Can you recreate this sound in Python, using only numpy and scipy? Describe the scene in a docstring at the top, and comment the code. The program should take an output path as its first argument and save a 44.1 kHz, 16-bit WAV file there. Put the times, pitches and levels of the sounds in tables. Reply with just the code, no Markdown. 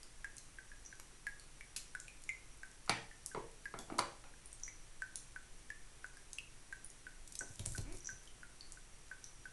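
"""A small bathroom, the microphone near a porcelain sink, over a low rumble and hiss. From the start the
faucet drips into the drain, about three plinks a second, each a trapped bubble ringing; some drops throw
up a droplet that pings as it falls back. A cat's collar tinks, and from about 3 to 4 s the cat knocks
against things on the counter by the mirror. Between 7 and 8 s it scrambles across the basin with clicking
claws, soft thumps and a faint chirrup. The dripping carries on to the end."""
import sys
import numpy as np
from scipy import signal
from scipy.fft import rfft, irfft
from scipy.io import wavfile
from scipy.ndimage import uniform_filter1d

SR = 44100
rng = np.random.default_rng(int(sys.argv[2]) if len(sys.argv) > 2 else 0)


def wav_out(sig):
    """Save sig, one row per channel (or a flat mono array), as 16-bit PCM at SR to the path in sys.argv[1]."""
    wavfile.write(sys.argv[1], SR, np.round(np.clip(np.atleast_2d(sig).T, -1, 1) * 32767).astype(np.int16))


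N = 419832


def amp(db):
    """Decibels to gain."""
    return 10 ** (np.asarray(db) / 20)


def unit(x):
    """Scales to rms 1."""
    return x / np.sqrt(np.mean(x ** 2) + 1e-20)


def read(points, hz):
    """Reads a table on a log-frequency axis."""
    f, value = np.transpose(points)
    return np.interp(np.log(hz + 1), np.log(f + 1), value)


def add(mix, s, sound):
    """Mixes a sound in at time s."""
    part = mix[max(round(s * SR), 0):][:len(sound)]
    part += sound[:len(part)]


def colour(x, gain):
    """Filters by a gain that is a function of frequency."""
    return irfft(rfft(x) * gain(np.fft.rfftfreq(len(x), 1 / SR) + 1e-3), len(x))


def band(x, hz, octaves):
    """A bell-shaped band around hz."""
    return colour(x, lambda f: np.exp(-.5 * (np.log2(f / hz) / octaves) ** 2))


def ring(modes, t):
    """Struck modes: dying sines, neighbours swinging in opposite directions."""
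    return sum((-1) ** k * amp(db - 60 * t / t60) * np.sin(2 * np.pi * hz * t)
               for k, (hz, db, t60) in enumerate(modes))


def snap(hz, octaves, t60, size=4096):
    """A burst of noise that dies at once, with peaks near 1."""
    t = np.arange(size) / SR
    burst = unit(band(rng.standard_normal(size), hz, octaves))
    fall = amp(-60 * t / t60)
    return .5 * burst * fall * np.linalg.norm(fall) / np.linalg.norm(burst * fall)


def strokes(rows):
    """A level that swells and fades in one arch for each stroke."""
    out = np.zeros(N)
    for s, length, db in rows:
        add(out, s, amp(db) * np.sin(np.pi * np.arange(0, 1, 1 / (length * SR))))
    return out


def room_tone(floor_db=-56, whine_hz=5770, whine_db=-80.5, halo_hz=5900, halo_db=-76.5):
    """Steady rumble and hiss, with a thin electrical whine in a halo of noise."""
    # spectrum of the rumble and hiss: (frequency [Hz], relative density [dB])
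    spectrum = [(10, 4), (24, 5.5), (33, -8.5), (48, -2.5), (70, -17.5), (120, -12), (200, -21), (320, -20),
                (600, -25.5), (1200, -25.5), (2200, -25.5), (3500, -28.5), (6000, -30), (9500, -25.5),
                (12000, -34)]
    air, whine = rng.standard_normal((2, N))
    return (amp(floor_db) * unit(colour(air, lambda f: amp(read(spectrum, f))))
            + amp(whine_db) * unit(band(whine, whine_hz, octaves=0.0035))
            + amp(halo_db) * unit(band(whine, halo_hz, octaves=0.12)))


def room_tail(x, build_s=0.0055):
    """The bathroom's tail: dense reflections, each band dying at its own speed."""
    # reverberation time: (frequency [Hz], t60 [s])
    decay = [(150, 0.34), (400, 0.46), (1040, 0.34), (2760, 0.38), (7280, 0.4), (12000, 0.2)]
    taps = rng.choice([-1., 1.], SR) * (rng.random(SR) < .15)
    hz, t, bands = signal.stft(taps, SR, nperseg=256)
    fall = amp(-60 * t / read(decay, hz)[:, None])
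    tail = signal.istft(bands * fall, SR, nperseg=256)[1]
    tail *= 1 - np.exp(-(np.arange(len(tail)) / SR / build_s) ** 2)
    return signal.fftconvolve(x, tail / np.linalg.norm(tail))[:N]


def echoes(x):
    """The direct sound and the first reflections to reach the microphone."""
    # off basin, mirror and walls: (delay [s], gain [ratio])
    reflections = [(.0031, .12), (.0064, -.17), (.0102, .1), (.0183, .09), (.0252, -.09)]
    out = x.copy()
    for delay, gain in reflections:
        add(out, delay, gain * x)
    return out


def shuffle(grain=0.48):
    """The cat shifts its weight: pads drag in uneven catches that sound through the counter."""
    # drags over the counter: (time [s], length [s], level [dB])
    drags = [(3.35, 0.059, -51), (3.735, 0.12, -55), (3.87, 0.19, -53)]
    # their spectrum: (frequency [Hz], relative level [dB])
    spectrum = [(50, -24), (115, -4), (200, -7), (320, 1), (520, -15), (750, -5.5), (1300, -20),
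                (2200, -26), (5000, -40.5)]
    rub, catches = rng.standard_normal((2, N))
    rub *= np.exp(grain * unit(uniform_filter1d(catches, size=300)))
    return strokes(drags) * unit(colour(rub, lambda f: amp(read(spectrum, f))))


def scramble(leap_s=7.57, rumble_db=-45, rumble_hz=25, rub_hz=8300, grain=0.63):
    """The leaping body stirs the air while fur and pads rub in small catches."""
    # rubs over the basin: (time [s], length [s], level [dB])
    rubs = [(7.38, 0.37, -61), (7.665, 0.18, -52.5), (7.925, .08, -57)]
    corners = leap_s + np.cumsum([0, .06, .29, 0.084])  # rise, hold and fall [s]
    gust = np.interp(np.arange(N) / SR, corners, [0, 1, 1, 0])
    air, rub, catches = rng.standard_normal((3, N))
    grip = np.exp(grain * unit(uniform_filter1d(catches, size=90)))
    rub = unit(band(rub, rub_hz, octaves=0.6) * grip)
    air = unit(colour(air, lambda f: 1 / (1 + (f / rumble_hz) ** 4) * f / (f + rumble_hz)))
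    return amp(rumble_db) * gust * air + strokes(rubs) * rub


def chirrup(start_s=7.84, length_s=.13, from_hz=220, to_hz=442, level_db=-55.5, jitter=0.0525):
    """The cat's voice glides upward, slightly rough and muffled by the shut mouth."""
    # response of the throat: (frequency [Hz], gain [dB])
    throat = [(250, 6.5), (450, -4), (700, -10), (1400, -18), (2000, -18), (2400, -4.5), (2900, -37),
              (4000, -45)]
    pitch = np.interp(np.arange(N) / SR, [start_s, start_s + length_s], [from_hz, to_hz])
    hz = pitch * (1 + jitter * unit(uniform_filter1d(rng.standard_normal(N), size=150)))
    level = strokes([(start_s, length_s, level_db)])
    hz, out = hz[level > 0], np.zeros(N)
    phase = 2 * np.pi * np.cumsum(hz) / SR
    voice = sum(amp(read(throat, k * hz)) * np.sin(k * phase) for k in range(1, 12))
    add(out, start_s, unit(voice))
    return level * out


def paws(rise_s=0.00066, puff_hz=380, puff_octaves=0.97, puff_t60=.11):
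    """Soft pads push the basin: a low ring and a dull puff."""
    # paws on the basin: (time [s], thud level [dB], puff level [dB])
    landings = [(7.412, -60, -44), (7.498, -50, -58), (7.596, -39.5, -48.5), (7.664, -40.5, -49),
                (7.712, -42.5, -59), (7.781, -36, -44.5), (7.938, -51.5, -52), (8.12, -55, -62)]
    # the basin's modes: (frequency [Hz], relative level [dB], t60 [s])
    basin_modes = [(95.5, 0, 0.14), (129.7, -3.5, 0.2), (177, -8.5, 0.1), (327, -15, 0.086)]
    out, t = np.zeros(N), np.arange(SR // 2) / SR
    for s, db, puff_db in landings:
        thud = amp(db) * ring(basin_modes, t)
        add(thud, 0, amp(puff_db) * snap(puff_hz, puff_octaves, puff_t60, size=8192))
        add(out, s, thud * (1 - np.exp(-t / rise_s)))
    return out


def collar(rattle_db=-4, rattle_hz=6300, rattle_octaves=.22, rattle_t60=0.055):
    """A small piece of metal on the collar rattles and rings as the cat moves."""
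    # jolts of the collar: (time [s], level [dB])
    tinks = [(0.85, -53), (0.8608, -46), (4.634, -38), (4.686, -57), (7.39, -41.5), (8.004, -51.5),
             (8.046, -48), (8.0566, -42), (8.0711, -37.5)]
    # the metal's modes: (frequency [Hz], relative level [dB], t60 [s])
    metal_modes = [(5790, -2, 0.037), (5984, -0.5, 0.043), (6320, -5.5, .035), (7500, -14, 0.027)]
    out, t = np.zeros(N), np.arange(SR // 5) / SR
    for s, db in tinks:
        add(out, s, amp(db) * ring(metal_modes, t))
        add(out, s, amp(db + rattle_db) * snap(rattle_hz, rattle_octaves, rattle_t60))
    return out


def clicks(centre_hz=7700):
    """Claws and collar click on hard things, with no ring of their own."""
    # hard contacts: (time [s], level [dB], width [octaves], t60 [s])
    contacts = [ (.3681, -36, 0.41, 0.0088), (0.9987, -29, 5.4, 0.0075), (1.7629, -28.5, 1.5, 0.072),
                (2.001, -31.5, .3, 0.0076), (2.2377, -40, 0.5, 0.014), (3.262, -16, 0.89, 0.0015),
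                (3.984, -29, .6, 0.014), (6.3318, -28, 0.63, 0.0065), (6.902, -36.5, .4, 0.0063),
                (7.2763, -39, 0.54, .015), (7.3225, -38.5, .65, 0.027), (7.3538, -31, 1.06, 0.017),
                (7.3902, -29, 0.23, 0.021), (7.5942, -30, 3.1, 0.014), (7.6552, -37, 1.2, .04),
                (7.661, -14.5, 0.29, 0.0015), (7.7589, -40, .5, 0.0078), (7.7807, -25.5, 1.9, 0.011),
                (7.924, -39.5, 0.93, 0.018), (8.7212, -37, 0.4, 0.021)]
    out = np.zeros(N)
    for s, db, octaves, t60 in contacts:
        add(out, s, amp(db) * snap(centre_hz, octaves, t60))
    return out


def knocks(crack_db=-6, crack_hz=4000, edge_db=-9, edge_hz=9500, clatter_db=-7, clatter_hz=1100,
           ring_room_db=-7, note_cycles=17, low_hz=62):
    """Blows ring object and counter, softer ones with less treble. Gives (direct, to the room)."""
    # the cat bumps things, each with its own hollow note: (time [s], level [dB], contact cutoff [Hz],
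    # relative counter boom [dB], note pitch [Hz], relative note level [dB], room send [dB])
    bumps = [ (2.8777, -35, 1800, -5, 1230, -13, 4), (2.8949, -12.5, 6050, -1.5, 805, -17, -2),
             (3.348, -22.5, 1560, -4, 455, -13, 1), (3.374, -37, 900, -4, 442, 2, -3.5),
             (3.7397, -26, 1510, 1, 1270, -16, -3), (3.9008, -29, 1480, -2, 786, -10, -4),
             (3.9881, -17.5, 1700, -9, 1016, -6, -7), (3.9914, -17.5, 7900, -3, 1150, -9.5, -3),
             (4.2399, -42.5, 3000, -1.5, 1720, -12, 2.5)]
    # modes of the bumped things and the hollow counter: (frequency [Hz], relative level [dB], t60 [s])
    object_modes = [ (340, -29.5, 0.049), (464, -28, 0.019), (807, -22.5, 0.033), (1030, -12, 0.016),
                    (1390, -9.5, 0.015), (1520, -22, 0.007), (2110, -18, 0.026), (2390, -26.5, 0.048),
                    (2730, -20, 0.008), (4010, -11, 0.008), (4630, -6.5, 0.0087), (7160, -24, 0.0029),
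                    (9300, -16, 0.011)]
    counter_modes = [(117, -25.5, 0.15), (178, -25, 0.081), (326, -32.5, 0.084), (451.5, -25, 0.11),
                     (584, -35, .15), (684.5, -31, 0.15), (821, -33, 0.19)]
    out, t = np.zeros((2, N)), np.arange(SR // 2) / SR
    ringing = ring(object_modes, t)
    for s, db, bright_hz, boom_db, note_hz, note_db, room_db in bumps:
        body = amp(boom_db) * ring(counter_modes, t)
        body += amp(note_db - 60 * t * note_hz / note_cycles) * np.cos(2 * np.pi * note_hz * t)
        add(body, 0, amp(crack_db) * snap(crack_hz, octaves=4.5, t60=0.03))
        # summed over all directions, the object's modes blur into a broad clatter
        around = body + amp(ring_room_db) * ringing
        add(around, 0, amp(clatter_db) * snap(clatter_hz, octaves=0.86, t60=0.031))
        contact = signal.butter(2, bright_hz, fs=SR)
        # the harder the contact, the stronger its glassy edge
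        edge = amp(edge_db) * (bright_hz / edge_hz) ** 2 * snap(edge_hz, octaves=0.18, t60=0.032)
        for path, blow, path_db in (out[0], body + ringing, db), (out[1], around, db + room_db):
            add(path, s, amp(path_db) * signal.lfilter(*contact, blow))
            add(path, s, amp(path_db) * edge)
    # small things radiate little bass
    return signal.lfilter(*signal.butter(2, low_hz, "high", fs=SR), out)


def spatter(per_s=5, level_db=-56, spread_db=13, centre_hz=8500):
    """Tiny droplets burst at random in the drain."""
    out = np.zeros(N)
    for when, size, pitch in rng.random((int(per_s * N / SR), 3)):  # each from 0 to 1
        burst = snap(centre_hz * 2 ** (pitch - .5), octaves=0.53, t60=0.01)
        add(out, when * N / SR, amp(level_db + spread_db * size) * burst)
    return out


def bubble(hz, t60, sharp=0.12, settle_s=0.0012, sag=0.041, sag_s=0.012, rise_s=0.00017):
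    """A trapped bubble starts sharp, then sags in pitch as it rings."""
    t = np.arange(SR // 5) / SR
    glide = 1 + sharp * np.exp(-t / settle_s) - sag * np.tanh(t / sag_s) ** 2
    turns = np.cumsum(hz * glide) / SR
    return amp(-60 * t / t60) * (1 - np.exp(-t / rise_s)) * np.sin(2 * np.pi * turns)


def rebounds(ring_cycles=62, tick_hz=7000, tick_octaves=0.62, tick_t60=0.0097):
    """A thrown-up droplet falls back, ticks and traps a smaller bubble: the higher, the shorter."""
    # droplets landing about 0.13 s after their drop:
    # (time [s], bubble level [dB], bubble pitch [Hz], tick level [dB])
    droplets = [ (0.0313, -47, 4700, -40), (.3822, -45, 4100, -33.5), (0.7169, -45.5, 1670, -53),
                (1.397, -47, 4360, -40.5), (2.0814, -42.5, 2430, -43.5), (3.1131, -46.5, 1800, -58),
                (3.7892, -45, 3400, -32.5), (4.4588, -36.5, 9200, -46), (4.5295, -35, 8360, -47),
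                (5.1572, -27, 9370, -29), (6.1703, -50, 1620, -44), (6.8458, -31.5, 9450, -51),
                (8.2753, -48, 3053, -48), (8.609, -38, 4370, -48), (9.242, -35.5, 5820, -40)]
    out = np.zeros(N)
    for s, db, hz, tick_db in droplets:
        add(out, s, amp(db) * bubble(hz, ring_cycles / hz, sharp=0.06, sag=.05, sag_s=.011))
        add(out, s, amp(tick_db) * snap(tick_hz, tick_octaves, tick_t60))
    return out


def drips(first_s=0.2448, period_s=0.34112, usual_db=-35, tick_db=-45, tick_growth=2.4, tick_hz=7200,
          plop_db=-9):
    """Drops fall in strict time; each ticks, plops and rings a bubble, and loud ones tick far harder."""
    # the drops in turn; the shortest trap no lasting bubble: (level [dB], bubble pitch [Hz], t60 [s])
    drops = [ (-33.5, 1636, 0.047), (-42.5, 1574, 0.054), (-42, 1557, 0.032), (-32.5, 1680, 0.067),
             (-36, 1880, 0.0053), (-33, 1485, 0.045), (-31, 2110, 0.08), (-36.5, 1565, 0.042),
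             (-43, 1650, 0.028), (-51, 1570, 0.12), (-35.5, 1646, 0.057), (-42, 1400, .04),
             (-56, 1600, 0.037), (-35, 1900, 0.0054), (-33.5, 1556, .075), (-38.5, 1517, 0.049),
             (-34.5, 1737, .041), (-37, 1490, 0.039), (-31.5, 2600, 0.022), (-35, 1585, 0.051),
             (-39, 1502, .049), (-35, 1523, 0.051), (-40.5, 1512, 0.056), (-39, 1565, 0.075),
             (-44, 1464, 0.05), (-48.5, 1490, .034), (-41, 1547, 0.085), (-39, 1530, 0.055)]
    out = np.zeros(N)
    for k, (db, hz, t60) in enumerate(drops):
        s = first_s + k * period_s
        tick_gain = amp(tick_db + tick_growth * (db - usual_db))
        add(out, s, amp(db) * bubble(hz, t60))
        add(out, s, tick_gain * snap(tick_hz, octaves=0.71, t60=0.015))
        add(out, s, amp(db + plop_db) * snap(1.09 * hz, octaves=0.15, t60=0.048))
    return out


def scene(drip_room_db=-9, rebound_room_db=-4, click_room_db=-6, collar_room_db=-4, cat_room_db=-6,
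          dull_hz=5000):
    """One microphone: the drain close and fairly dry, the knocks largely by way of the dulling room."""
    sources = [(drips(), drip_room_db), (rebounds() + spatter(), rebound_room_db),
               (clicks(), click_room_db), (collar(), collar_room_db),
               (paws() + chirrup() + shuffle(), cat_room_db)]
    knocks_direct, knocks_around = knocks()
    dulled = signal.lfilter(*signal.butter(1, dull_hz, fs=SR), knocks_around)
    near = echoes(knocks_direct + sum(sound for sound, _ in sources))
    tail = room_tail(dulled + sum(amp(room_db) * sound for sound, room_db in sources))
    return (near + tail + scramble() + room_tone())[None]


def record(dry, edge_hz=11450):
    """The recorder's band limit cuts off the top treble."""
    lowpass = signal.firwin(91, edge_hz, window=("kaiser", 8), fs=SR)
    return signal.oaconvolve(dry, lowpass[None], "same")


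dry = scene()
out = record(dry)
wav_out(out)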